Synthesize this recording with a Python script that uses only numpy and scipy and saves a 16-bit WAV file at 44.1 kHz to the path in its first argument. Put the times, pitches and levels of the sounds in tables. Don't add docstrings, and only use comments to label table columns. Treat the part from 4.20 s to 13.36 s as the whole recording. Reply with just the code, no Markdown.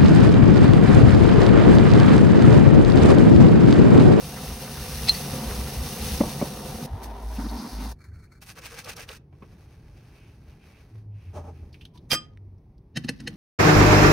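import sys
import numpy as np
from scipy import signal
from scipy.fft import rfft, irfft, next_fast_len
from scipy.io import wavfile
from scipy.ndimage import map_coordinates

SR = 44100
rng = np.random.default_rng(int(sys.argv[2]) if len(sys.argv) > 2 else 0)


def dump(signal):
    limited = np.clip(np.atleast_2d(signal).T, -1, 1)
    pcm = np.round(limited * 32767).astype(np.int16)
    wavfile.write(sys.argv[1], SR, pcm)


N = 403956


def amp(db):
    return 10 ** (np.asarray(db) / 20)


def unit(x):
    return x / np.sqrt(np.mean(x ** 2) + 1e-20)


def clock():
    return np.arange(N) / SR


def along(points, hz):
    f, v = np.transpose(points)
    return np.interp(np.log(hz + 1), np.log(f + 1), v)


def levels(rows, edge=0.0046):
    s, *columns = np.transpose(rows)
    gate = np.clip(1 + np.minimum(clock() - s[0], s[-1] - clock()) / edge, 0, 1)
    return [gate * amp(np.interp(clock(), s, column)) for column in columns]


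def wobble(rate):
    knots = rng.standard_normal(2048)
    coarse_s = clock()[::64]
    curve = map_coordinates(knots, [coarse_s * rate], mode="wrap")
    return np.interp(clock(), coarse_s, curve)


def filtered(x, response):
    m = next_fast_len(N + SR // 4, True)
    return irfft(rfft(x, m) * response(np.fft.rfftfreq(m, 1 / SR)), m)[..., :N]


def colour(points):
    return lambda hz: amp(along(points, hz))


def body(modes):
    def response(f):
        total = 0
        for k, (centre, width, db) in enumerate(modes):
            damping = 1j * f * width
            total = total + (-1) ** k * amp(db) * damping / (centre * centre - f * f + damping)
        return total
    return response


def rush(response, rate=0, spread_db=3):
    # hz, correlation
    alike = [(100, 1), (250, 1), (450, 0.89), (750, 0.68), (1000, 0.72), (1700, 1), (2800, 0.43),
             (5000, 0.58), (12000, 0.43)]
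    x = rng.standard_normal((2, N))
    if rate:
        hits = rng.random(N) < rate / SR
        sizes = amp(spread_db * np.minimum(rng.exponential(size=N), 4))
        x = unit(x * hits * sizes) + .5 * x

    def mid_and_side(hz):
        turn = np.arccos(np.clip(along(alike, hz), -1, 1)) / 2
        return response(hz) * np.array([np.cos(turn), np.sin(turn)])

    mid, side = filtered(x, mid_and_side)
    return unit(np.array([mid + side, mid - side]))


def blows(rows, rise):
    env = np.zeros(N)
    for s, db, t60 in rows:
        near = np.arange(max(int((s - .1) * SR), 0), min(int((s + .5) * SR), N))
        t = near / SR - s
        env[near] += amp(db - 60 * np.maximum(t, 0) / t60) * np.exp(np.minimum(t, 0) / rise)
    return env


def strokes(rows, edge):
    t = clock()
    env = np.zeros(N)
    for s, length, db in rows:
        onset = np.interp(t, [s - edge, s + edge], [0, 1])
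        release = np.interp(t, [s + length - edge / 2, s + length + 2 * edge], [1, 0])
        env += amp(db) * np.minimum(onset, release)
    return env


def swell(middle, length):
    return np.maximum(1 - ((clock() - middle) / (length * .7)) ** 2, 0) ** 2


def ring(hits, modes, scatter_db, width=.2):
    out, t = np.zeros((2, N)), np.arange(SR // 2) / SR
    s, db = np.transpose(hits)
    age = t - (s - s[0])[:, None]
    latest = np.sum(age >= 0, axis=0) - 1
    for hz, level, t60 in modes:
        size = db + level + scatter_db * rng.standard_normal(len(s))
        decays = amp(size[:, None] - 60 * np.abs(age) / t60) * (age >= 0)
        env = np.linalg.norm(decays, axis=0)
        jolt = 2 * np.pi * rng.random(len(s))[latest]
        ears = width * rng.choice([-.5, .5]) * np.array([[1], [-1]]) * min(hz / 3000, 1)
        out[:, round(s[0] * SR):][:, :len(t)] += env * np.sin(2 * np.pi * hz * t + jolt + ears)
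    return out


def knocks(hits, modes, rise):
    out, t = np.zeros(N + SR), np.arange(SR // 4) / SR
    for s, db in hits:
        swing = np.zeros(len(t))
        for hz, level, t60 in modes:
            pitch = hz * (1 + .03 * rng.standard_normal())
            swing += amp(db + level - 60 * t / t60) * np.sin(2 * np.pi * pitch * t)
        out[round(s * SR):][:len(t)] += swing * (1 - np.exp(-t / rise))
    return out[:N]


def struck(envelope, response, width):
    noise = rng.standard_normal(N) + width * rng.standard_normal((2, N))

    def even(hz):
        return response(hz) / np.sqrt(np.mean(np.abs(response(hz)) ** 2))

    return filtered(envelope * unit(noise), even)


def sings(rows, q):
    out = np.zeros((2, N))
    for s, length, db, hz in rows:
        env = swell(s, length)
        near = np.flatnonzero(env)
        noise = rng.standard_normal(SR) + .5 * rng.standard_normal((2, SR))
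        peak = signal.iirpeak(hz, q, SR)
        tone = unit(signal.lfilter(*peak, signal.lfilter(*peak, noise)))
        out[:, near] += amp(db) * env[near] * tone[:, :len(near)]
    return out


def clicks(rows, q, rise_share):
    out, t = np.zeros((2, N + SR)), np.arange(-SR // 16, SR // 8) / SR
    for s, db, hz, t60 in rows:
        noise = rng.standard_normal(len(t)) + .5 * rng.standard_normal((2, len(t)))
        tone = signal.lfilter(*signal.iirpeak(hz, q, SR), noise)
        env = amp(db - 60 * np.maximum(t, 0) / t60) * np.exp(np.minimum(t, 0) / (rise_share * t60))
        out[:, round((s + t[0]) * SR):][:, :len(t)] += unit(tone) * env
    return out[:, :N]


def bubbles(rate, pitch_hz, cycles, octaves=1, from_s=0, count=400):
    chance = rng.random((count, 4))
    start = from_s + np.cumsum(-np.log(1 - chance[:, 0])) / rate
    hz = pitch_hz * 2 ** (octaves * (2 * chance[:, 1:2] - 1))
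    t = np.arange(SR // 25) / SR
    age = t * hz / cycles
    env = chance[:, 2:3] ** 2 * np.exp(-age) * (1 - np.exp(-8 * age))
    blips = env * np.sin(2 * np.pi * hz * t * (1 + 0.045 * np.minimum(age, 4)))
    at = (start[:, None] * SR).astype(int) + np.arange(len(t))
    place = chance[:, 3:] / 2
    return np.array([np.bincount(at.ravel(), (blips * side).ravel(), N)[:N] for side in (.5 + place, 1 - place)])


def pan(x, left_db):
    return x * amp([[left_db / 2], [-left_db / 2]])


def pour():
    # s, foam_hiss_db, splash_db
    strength = [(0, -41, -39.5), (.75, -37.5, -40.5), (1.0, -35, -36.5), (1.2, -37, -34), (1.6, -38.5, -38),
                (1.92, -35.5, -36), (2.3, -40.5, -37.5), (2.66, -43, -37)]
    # start_s, length_s, level_db
    surges = [(.29, 0.012, -28.5), (.54, 0.27, -36.5), (.85, 0.098, -33), (1.1, 0.043, -32.5),
              (1.26, 0.17, -33.5), (1.53, 0.11, -29.5), (1.8, 0.14, -31.5), (2.01, 0.078, -35),
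              (2.51, 0.035, -37)]
    # start_s, length_s, bubble_db
    churn = [(.1, 0.96, -39.5), (1.16, 0.28, -35), (1.52, 0.32, -43)]
    # hz, density_db_per_hz
    foam_spectrum = [(500, -30), (1200, -5), (2200, 0.5), (2700, 4.5), (3300, 0), (4400, 2.5), (6000, 4),
                     (8500, 2), (11500, -1.5), (15500, -3)]
    # hz, width_hz, level_db
    basin = [(142.6, 13.1, 3.5), (224.3, 32.3, -2), (402, 55, -9.5), (517, 29.5, -7.5), (735, 68, -12),
             (924, 96, -16.5), (1120, 247, -21.5)]
    boom_between_db = -44

    hiss, splash = levels(strength)
    boom = np.maximum(strokes(surges, edge=0.044), amp(boom_between_db) * (splash > 0))
    foam = hiss * amp(1.05 * wobble(25.01)) * rush(colour(foam_spectrum), rate=9700, spread_db=1.5)
    stream = splash * amp(2.0 + 0.48 * wobble(25.0)) * rush(body(basin), rate=1500, spread_db=0.5)
    patter_body = body([(1127, 720, -0.53), (2300, 940, -1.5)])
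    patter = amp(-15.5 + 5.3 * wobble(45.3)) * rush(patter_body, rate=900, spread_db=4.0)
    small = bubbles(rate=220, pitch_hz=1750, cycles=7.7, count=520)
    large = amp(3.5) * bubbles(rate=58, pitch_hz=748, cycles=4.3)
    blips = strokes(churn, edge=0.056) * (small + large + patter)
    panel = boom * amp(0.94 * wobble(21)) * rush(body([(62.0, 16, 6.5), (116, 44, -12.5)]))
    return foam + stream + blips + panel + gulps()


def gulps():
    # s, splash_db, splash_t60_s, thud_db
    landings = [(2.008, -16.5, 0.047, -32), (2.0117, -25, 0.036, -21.5), (2.035, -28, 0.27, -28),
                (2.215, -23.5, 0.19, -36), (2.222, -35, 0.065, -21)]
    # start_s, length_s, first_hz, last_hz, level_db
    chirps = [(1.999, 0.022, 2270, 1920, -43), (2.198, 0.03, 1950, 2440, -40.5)]
    # hz, density_db_per_hz
    splash_spectrum = [(80, -15), (200, 8), (330, 4), (560, -1.5), (1100, -8), (1600, -31), (2200, -28),
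                       (4000, -41)]
    # hz, level_db, t60_s
    thud_modes = [(230, 6, 0.052), (389, -1, .04), (600, 6, 0.042)]

    splash = blows([row[:3] for row in landings], rise=0.0018) * rush(colour(splash_spectrum))
    thud = knocks([(s, db) for s, splash_db, t60, db in landings], thud_modes, rise=.001)
    squeak = np.zeros(N)
    for s, length, first_hz, last_hz, db in chirps:
        glide = np.interp(clock(), [s, s + length], [first_hz, last_hz])
        pitch = glide * (1 + 0.042 * wobble(400))
        squeak += amp(db) * swell(s + length / 2, length) * np.sin(2 * np.pi * np.cumsum(pitch) / SR)
    return splash + thud + squeak


def stopper():
    # s, level_db
    clinks = [(0.8848, -23.5), (0.8875, -23), (0.894, -23.5), (0.947, -32)]
    # hz, level_db, t60_s
    glass = [(2025, -13, .04), (2665, -12, .04), (3977, -11, .035), (4160, -1, .05), (4538, 0, .06),
             (6230, -15, .035), (7752, -10, .08), (10000, -18, .033)]
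    wire = body([(725, 200, -3.5), (2420, 580, -1.5), (4590, 1700, -2), (9700, 8000, -28.5)])
    tick = blows([(s, db - 10.0, .04) for s, db in clinks], rise=0.011) * rush(wire)
    return tick + amp(-1) * ring(clinks, glass, scatter_db=-7.5)


def rinse():
    # peak_s, level_db, t60_s
    spurts = [(2.731, -72, 0.03), (2.838, -39.5, 0.096)]
    # middle_s, length_s, level_db, pitch_hz
    sizzles = [(3.17, 0.029, -50.5, 2670), (3.19, 0.1, -54, 5050), (3.255, 0.065, -52, 4870),
               (3.295, 0.025, -47, 4370), (3.35, 0.11, -55, 4370), (3.395, 0.074, -46.5, 4860),
               (3.5, 0.23, -51, 4800), (3.615, 0.084, -51.5, 2270), (3.63, 0.18, -51, 4500)]
    # start_s, length_s, level_db
    pushes = [(2.7, 0.21, -41.5), (2.86, 0.23, -39.5), (3.04, 0.32, -32), (3.53, 0.18, -30.5)]
    # start_s, length_s, level_db
    plunges = [(3.185, 0.042, -29.5), (3.24, 0.03, -29), (3.3, 0.07, -38), (3.385, 0.09, -32),
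               (3.51, 0.1, -39), (3.6, 0.079, -35.5)]
    # hz, density_db_per_hz
    spatter_spectrum = [(600, -30), (1500, 0.5), (2300, -1.5), (3100, -5), (4800, 0), (6500, 2),
                        (11000, -4), (15500, -6.5)]
    # hz, width_hz, level_db
    wet_basin = [(225, 32, 1), (406, 77, -2.5), (627, 47, -3.5), (751, 73, -2), (953, 91, -3.5),
                 (1320, 500, -13.5), (1660, 2700, -21.5)]
    drain = [(225.6, 36.4, 4), (276, 84, -2.5), (380, 91, -15), (1010, 410, -22)]
    on_s, at_drain_s, off_s = 2.668, 3.076, 3.725
    swing_s = 0.15
    on_floor, at_drain = (-62.5, -42.5), (-48, -43.5)

    spatter, splash = levels([(on_s, *on_floor), (at_drain_s - swing_s, *on_floor),
                              (at_drain_s + swing_s / 2, *at_drain), (off_s, *at_drain)])
    spray_noise = rush(colour(spatter_spectrum), rate=3600, spread_db=-1.5)
    drops = (spatter + blows(spurts, rise=0.0067)) * amp(0.86 * wobble(33)) * spray_noise
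    steel = splash * amp(2.1 * wobble(27.2)) * rush(body(wet_basin), rate=3600, spread_db=0.5)
    push = strokes(pushes, edge=0.023) * amp(0.71 * wobble(4.6))
    panel_hz = 54.4 + 2.13 * wobble(16)
    panel = push * np.sin(2 * np.pi * np.cumsum(panel_hz) / SR) * np.sqrt(2)
    gurgle = strokes(plunges, edge=0.0042) * rush(body(drain))
    rumble_env = strokes([(2.705, 0.057, -30), (3.88, 0.13, -41.5)], edge=0.011)
    rumble = rumble_env * rush(body([(70.5, 14.0, 8.5), (100, 48.0, -2.0)]))
    return drops + sings(sizzles, q=2.3) + steel + panel + gurgle + trickle(scatter_db=2.5) + rumble


def trickle(scatter_db, count=10):
    # peak_s, level_db, t60_s
    drips = [(3.841, -53, 0.06), (4.121, -56, 0.05)]
    # hz, width_hz, level_db
    pipe = [(1370, 250, 7), (2270, 91, 9), (4360, 130, 3), (5200, 160, -4), (7000, 1300, -3.5)]
    start_s, length_s = 3.825, 0.371
    first_db, sag_db_per_s, t60_s = -61.5, 9, 0.068

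    age = length_s * (np.arange(count) + rng.random(count) - .5) / (count - 1)
    db = first_db - sag_db_per_s * age + scatter_db * rng.standard_normal(count)
    drops = np.c_[start_s + age, db, np.full(count, t60_s)]
    air_level = levels([(start_s, -51), (start_s + length_s, -59)])[0]
    air = air_level * bubbles(rate=130, pitch_hz=1750, cycles=14, octaves=.45, from_s=start_s, count=90)
    impacts = blows(drops, rise=0.023) + blows(drips, rise=0.0009)
    return air + impacts * rush(body(pipe), rate=5300, spread_db=2.5)


def spray():
    # start_s, length_s, hiss_db, bottle_db, nozzle_hz
    squirts = [(4.213, 0.037, -46.5, -80, 11000), (4.251, 0.084, -44, -73, 10000),
               (4.355, 0.049, -44, -47, 1500), (4.419, 0.076, -38, -52, 2300),
               (4.503, 0.036, -42.5, -47.5, 1200), (4.542, 0.081, -39.5, -48, 2180),
               (4.649, 0.089, -38, -37, 2470), (4.763, 0.085, -39, -38.5, 2300),
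               (4.875, 0.099, -43, -41.5, 1600)]
    # hz, density_db_per_hz
    mist_spectrum = [(350, -10.5), (600, -11), (1180, -9), (2070, -7), (2540, -4.5), (3240, -10),
                     (5820, -7.5), (7240, -5.5), (11800, -19.5), (13700, -13.5), (15500, -22)]
    # hz, width_hz, level_db
    bottle = [(471.6, 30, 11.5), (1290, 470, -5.5)]
    # hz, level_db, t60_s
    bottle_ring = [(476, -1, 0.083), (1220, -17, 0.025)]
    nozzle_db, droplets_db = -11, 1
    ring_db = -4

    flow = np.zeros(N)
    for s, length, db, bottle_db, hz in squirts:
        turns = s + length * np.array([-0.21, 0.5, 0.62, 1.153])
        flow += amp(db) * np.interp(clock(), turns, [0, 1, 1, 0])
    grit = amp(2.3 * wobble(90))
    mist = flow * amp(-2) * grit * rush(colour(mist_spectrum), rate=2200, spread_db=-0.5)
    nozzle = sings([(s + length / 2, length, db + nozzle_db, hz)
                    for s, length, db, bottle_db, hz in squirts], q=1.5)
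    spit = bubbles(rate=240, pitch_hz=1820, cycles=2.7, octaves=1.23, from_s=squirts[0][0])
    droplets = amp(droplets_db) * flow * spit
    hollow = knocks([(s + .024, db + ring_db) for s, length, hiss_db, db, hz in squirts],
                    bottle_ring, rise=0.0038)
    thumps = blows([(s + 0.031, db, .11) for s, length, hiss_db, db, hz in squirts], rise=0.019)
    return mist + nozzle + droplets + amp(-0.5) * thumps * rush(body(bottle)) + hollow


def trigger(t60):
    # s, level_db, pitch_hz
    snaps = [(4.376, -43, 1300), (4.647, -39, 5200), (4.767, -38, 5600), (4.891, -34.5, 2800),
             (4.918, -41, 2600)]
    return clicks([(s, db, hz, t60) for s, db, hz in snaps], q=1.7, rise_share=0.089)


def cloth():
    # start_s, length_s, level_db
    wipes = [(5.15, 0.067, -67), (5.25, 1.53, -65.5), (6.96, 0.54, -68.5)]
    # middle_s, length_s, brush_db, tube_db, tube_hz
    passes = [(5.346, 0.22, -73, -83, 2500), (5.515, 0.24, -74, -82, 2300), (5.815, 0.12, -71, -73, 2700),
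              (6.011, 0.25, -71, -65.5, 2520), (6.31, 0.078, -73, -67.5, 2600),
              (6.436, 0.091, -66.5, -65, 2420), (6.553, 0.15, -65.5, -64.5, 2400),
              (7.042, 0.24, -76.5, -68, 2450), (7.379, 0.084, -74, -70, 2400)]
    # start_s, length_s, body_db, rasp_db
    rubs = [(7.142, 0.026, -40, -54.5), (7.167, 0.038, -40, -61), (7.236, 0.067, -45.5, -65),
            (7.425, 0.017, -57.5, -73)]
    # peak_s, level_db, t60_s
    bump_rows = [(5.128, -49, 0.088), (5.224, -40, 0.1), (6.755, -49.5, 0.036)]
    # hz, density_db_per_hz
    brush_spectrum = [(250, -43.5), (420, 0), (700, -5), (1200, -8.5), (1800, -9.5), (2500, -9.5),
                      (3200, -14.5), (6000, -14), (8500, -19.5), (11500, -23), (15500, -27.5)]
    rasp_spectrum = [(1200, -9), (1700, -6), (2800, 4), (4500, -3), (6300, 6), (8000, 1), (11500, -12),
                     (15500, -13)]
    # hz, width_hz, level_db
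    spout = [(227, 120, 2), (438, 39, 6.5), (590, 30, 6.5), (850, 137, 0), (1226, 230, -10),
             (2450, 820, -32.5)]
    pressure_per_s, pressure_db = 9.5, 0.1

    contact = strokes(wipes, edge=0.046) * amp(pressure_db * wobble(pressure_per_s))
    contact = contact + sum(amp(db) * swell(s, length) for s, length, db, tube_db, hz in passes)
    brush = contact * amp(1.5 * wobble(27)) * rush(colour(brush_spectrum), rate=4200, spread_db=0.0)
    tube = sings([(s, length, db, hz) for s, length, brush_db, db, hz in passes], q=2.6)
    press_env = strokes([row[:3] for row in rubs], edge=0.015) * amp(1.8 * wobble(66))
    press = press_env * rush(body(spout))
    rasp_env = strokes([(s, length, db) for s, length, body_db, db in rubs], edge=0.016)
    rasp = rasp_env * rush(colour(rasp_spectrum))
    tap = body([(150, 59, 13.0), (440, 160, 7.5), (1060, 124, 4.0), (2450, 630, -11.0)])
    bumps = blows(bump_rows, rise=0.0018) * rush(tap)
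    return brush + tube + press + rasp + bumps


def metal_contacts():
    # s, level_db, ring_hz, t60_s
    light = [(6.757, -54, 2400, 0.01), (7.529, -55, 4560, 0.065), (7.544, -50.5, 2430, 0.09),
             (7.612, -48.5, 2870, .1), (7.653, -42.5, 3290, 0.042), (7.776, -51.5, 3660, 0.055),
             (8.174, -49, 2150, 0.0093), (8.382, -75, 5300, .03), (8.581, -66, 4910, .03)]
    dull = [(7.761, -55.5, 986, 0.079)]
    return clicks(light, q=5.5, rise_share=.018) + clicks(dull, q=28, rise_share=.15)


def strainer():
    # s, rim_db, clash_db, ring_db
    drop = [(7.9087, -25, -37, -40), (7.9158, -17, -24.5, -32), (7.921, -20, -30, -34),
            (7.931, -25, -19, -27), (7.9405, -31, -27, -30), (7.9492, -37, -32.5, -26.5)]
    # start_s, length_s, level_db
    slides = [(7.53, 0.15, -72), (7.745, 0.018, -62), (7.8, 0.06, -79)]
    # hz, width_hz, level_db
    rim_modes = [(2400, 200, 1), (2770, 120, -0.5), (3140, 59, 8), (4850, 90, 9.5), (5300, 120, 1.5),
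                 (5830, 160, -6), (10400, 250, -12.5), (12800, 200, -9.5)]
    # hz, left_minus_right_db
    rim_lean = [(1300, 1.5), (2400, -7), (3150, -14), (4800, -7.5), (8000, 1.5)]
    # hz, density_db_per_hz
    clash_spectrum = [(100, -4), (250, 1.5), (500, 5.5), (1000, -1.5), (2000, 4), (3000, -7), (3700, -2),
                      (5000, -4.5), (7000, 7.5), (9000, -3.5), (12500, -5), (15500, -13.5)]
    # hz, level_db, t60_s
    basket = [(1229, -5, .23), (1243, -20, .22), (1717, -25, .25), (2459, -15, .16), (2517, -16, .16),
              (3149, -4, .19), (3168, -12, .21), (3200, -11, .16), (4803, -10, .16), (4950, -2, .17),
              (5017, -14, .14), (5168, -12, .14), (6745, -23, .22), (7752, -5, .13), (8667, -28, .2),
              (12797, -22, .11)]
    thud_db = -29

    rim_env = blows([(s, db, .03) for s, db, clash_db, ring_db in drop], rise=0.0021)
    rim = struck(rim_env, body(rim_modes), width=.2)
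    rim = filtered(rim, lambda hz: amp(along(rim_lean, hz) * np.array([[.5], [-.5]])))
    clash_env = blows([(s, db, .05) for s, rim_db, db, ring_db in drop], rise=0.0015)
    clash = clash_env * rush(colour(clash_spectrum))
    tones = ring([(s, db) for s, rim_db, clash_db, db in drop], basket, scatter_db=2.5, width=1.1)
    floor = body([(128, 21, 0), (166, 34, 1), (235, 17, 0.94), (316.5, 22, 1)])
    thud = blows([(7.924, thud_db, 0.22)], rise=0.0034) * rush(floor)
    slide_colour = colour([(1000, -11.5), (2500, 1), (5500, 1.5), (8500, -5.5), (11000, -8), (15500, -14.0)])
    slide = strokes(slides, edge=.012) * rush(slide_colour)
    skid = blows([(7.907, -33.5, .02)], rise=0.0038) * rush(colour(clash_spectrum))
    chatter_colour = colour([(900, -8), (2200, 0), (6000, 1.5), (9000, -16.5), (14000, -36)])
    chatter = blows([(7.95, -48, 0.29)], rise=.004) * amp(2.5 * wobble(110))
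    chatter = chatter * rush(chatter_colour, rate=1500, spread_db=3.0)
    return thud + slide + skid + chatter + rim + pan(clash, left_db=-1.5) + pan(tones, left_db=-0.5)


def scrubber():
    # s, slap_db, basin_thud_db
    dabs = [(8.761, -36, -31), (8.771, -23.5, -25), (8.8446, -37.5, -24), (8.8906, -20.5, -24),
            (9.003, -39.5, -36), (9.076, -26, -33.5)]
    # hz, width_hz, level_db
    slap_modes = [(470, 40, 2.5), (790, 78, -5.5), (1510, 60, -3), (1720, 80, 4), (1926, 90, 4.5),
                  (2270, 110, -9), (2690, 150, 1.5), (3074, 69, 1.5), (3830, 230, -4.5), (4300, 100, -1),
                  (4470, 98, -4.5), (5230, 130, -3), (5720, 250, -14), (6700, 180, -7)]
    dab_basin = [(140, 44, 5), (208, 54, 4), (242, 41, 3), (339, 37, -5)]
    snap_db, snap_t60_s = -8, 0.043
    thud_hz, thud_lag_s, thud_t60_s = 217, .006, 0.02
    thud_ring_db = -10.5

    slap = struck(blows([(s, db, .028) for s, db, low_db in dabs], rise=0.0039), body(slap_modes), width=0.27)
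    snap_env = blows([(s + 0.0013, db + snap_db, snap_t60_s) for s, db, low_db in dabs], rise=0.0017)
    snap_colour = colour([(1100, -2), (1800, -3), (4000, 0), (7500, 7), (11000, -6), (15500, -27)])
    snap = struck(snap_env, snap_colour, width=0.2)
    thud_env = blows([(s + thud_lag_s, db, thud_t60_s) for s, slap_db, db in dabs], rise=0.0044)
    thud_pitch = thud_hz + 14 * wobble(40)
    thud = thud_env * np.sqrt(2) * np.sin(2 * np.pi * np.cumsum(thud_pitch) / SR)
    rumble = blows([(s + thud_lag_s, db + thud_ring_db, .2) for s, slap_db, db in dabs], rise=0.0057)
    rumble = rumble + strokes([(9.0, .16, -42.5)], edge=0.013)
    bristle_colour = colour([(900, -20), (1800, -2), (5000, 1), (15500, -21)])
    bristles = strokes([(8.78, .38, -64)], edge=.012) * amp(1.2 * wobble(25))
    bristles = bristles * rush(bristle_colour, rate=1300, spread_db=1)
    return slap + snap + thud + rumble * rush(body(dab_basin)) + bristles


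def motor():
    # start_s, length_s, starting_hz, level_db
    drone = [(6.745, 0.23, 107.8, -38.5), (7.065, 0.021, 92.2, -34), (7.14, 0.34, 87.6, -42),
             (8.1, 0.27, 100.4, -44.5)]
    sag_hz_per_s = 25
    out = np.zeros(N)
    for s, length, hz, db in drone:
        pitch = hz - sag_hz_per_s * (clock() - s)
        tone = np.sqrt(2) * np.sin(2 * np.pi * np.cumsum(pitch) / SR)
        out += strokes([(s, length, db)], edge=0.032) * tone
    return out * amp(2.6 * wobble(22))


def background():
    # hz, density_db_per_hz
    air = [(20, -18), (50, 1), (125, -0.5), (220, -11.5), (290, -14.5), (410, -16.5), (520, -26.5),
           (900, -29.5), (1500, -46), (2300, -43.5), (3000, -52), (5500, -52.5), (8000, -59), (15000, -60)]
    return motor() + amp(-49.0 + 1.5 * wobble(6.0)) * rush(colour(air))


def walls(x, wet_db, t60):
    t = np.arange(SR // 8) / SR
    tail = (rng.standard_normal(len(t)) + .5 * rng.standard_normal((2, len(t)))) * amp(-60 * t / t60)
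    echo = signal.fftconvolve(x, tail / np.linalg.norm(tail[0]), axes=1)[:, :N]
    high_pass = signal.butter(2, 550, "high", fs=SR, output="sos")
    return x + amp(wet_db) * signal.sosfilt(high_pass, echo)


def kitchen(x):
    # hz, t60_s
    decay = [(150, 0.67), (1000, 0.4), (4000, 0.24), (12000, 0.11)]
    hz, t, z = signal.stft(rng.standard_normal((2, SR // 2)), SR, nperseg=256)
    tail = signal.istft(z * amp(-60 * t / along(decay, hz)[:, None]), SR, nperseg=256)[1]
    return signal.fftconvolve(x, tail / np.linalg.norm(tail[0]), axes=1)[:, :N]


def scene():
    water = walls(pour() + rinse(), wet_db=-9, t60=.06)
    things = walls(spray() + cloth(), wet_db=-12, t60=.035)
    contacts = trigger(t60=0.031) + metal_contacts()
    things = things + pan(contacts, left_db=-1.5) + strainer() + scrubber()
    return water + stopper() + things + amp(-19.5) * kitchen(things) + background()


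def record(dry):
    # hz, level_db
    tone = [(6200, -0.5), (7300, -15), (8400, -2.5), (12000, 2.5), (13600, -8), (15000, 2)]
    top_hz = 15870
    return filtered(dry, lambda hz: colour(tone)(hz) * np.clip((top_hz - hz) / 300 + .5, 0, 1))


dry = scene()
out = record(dry)
dump(out)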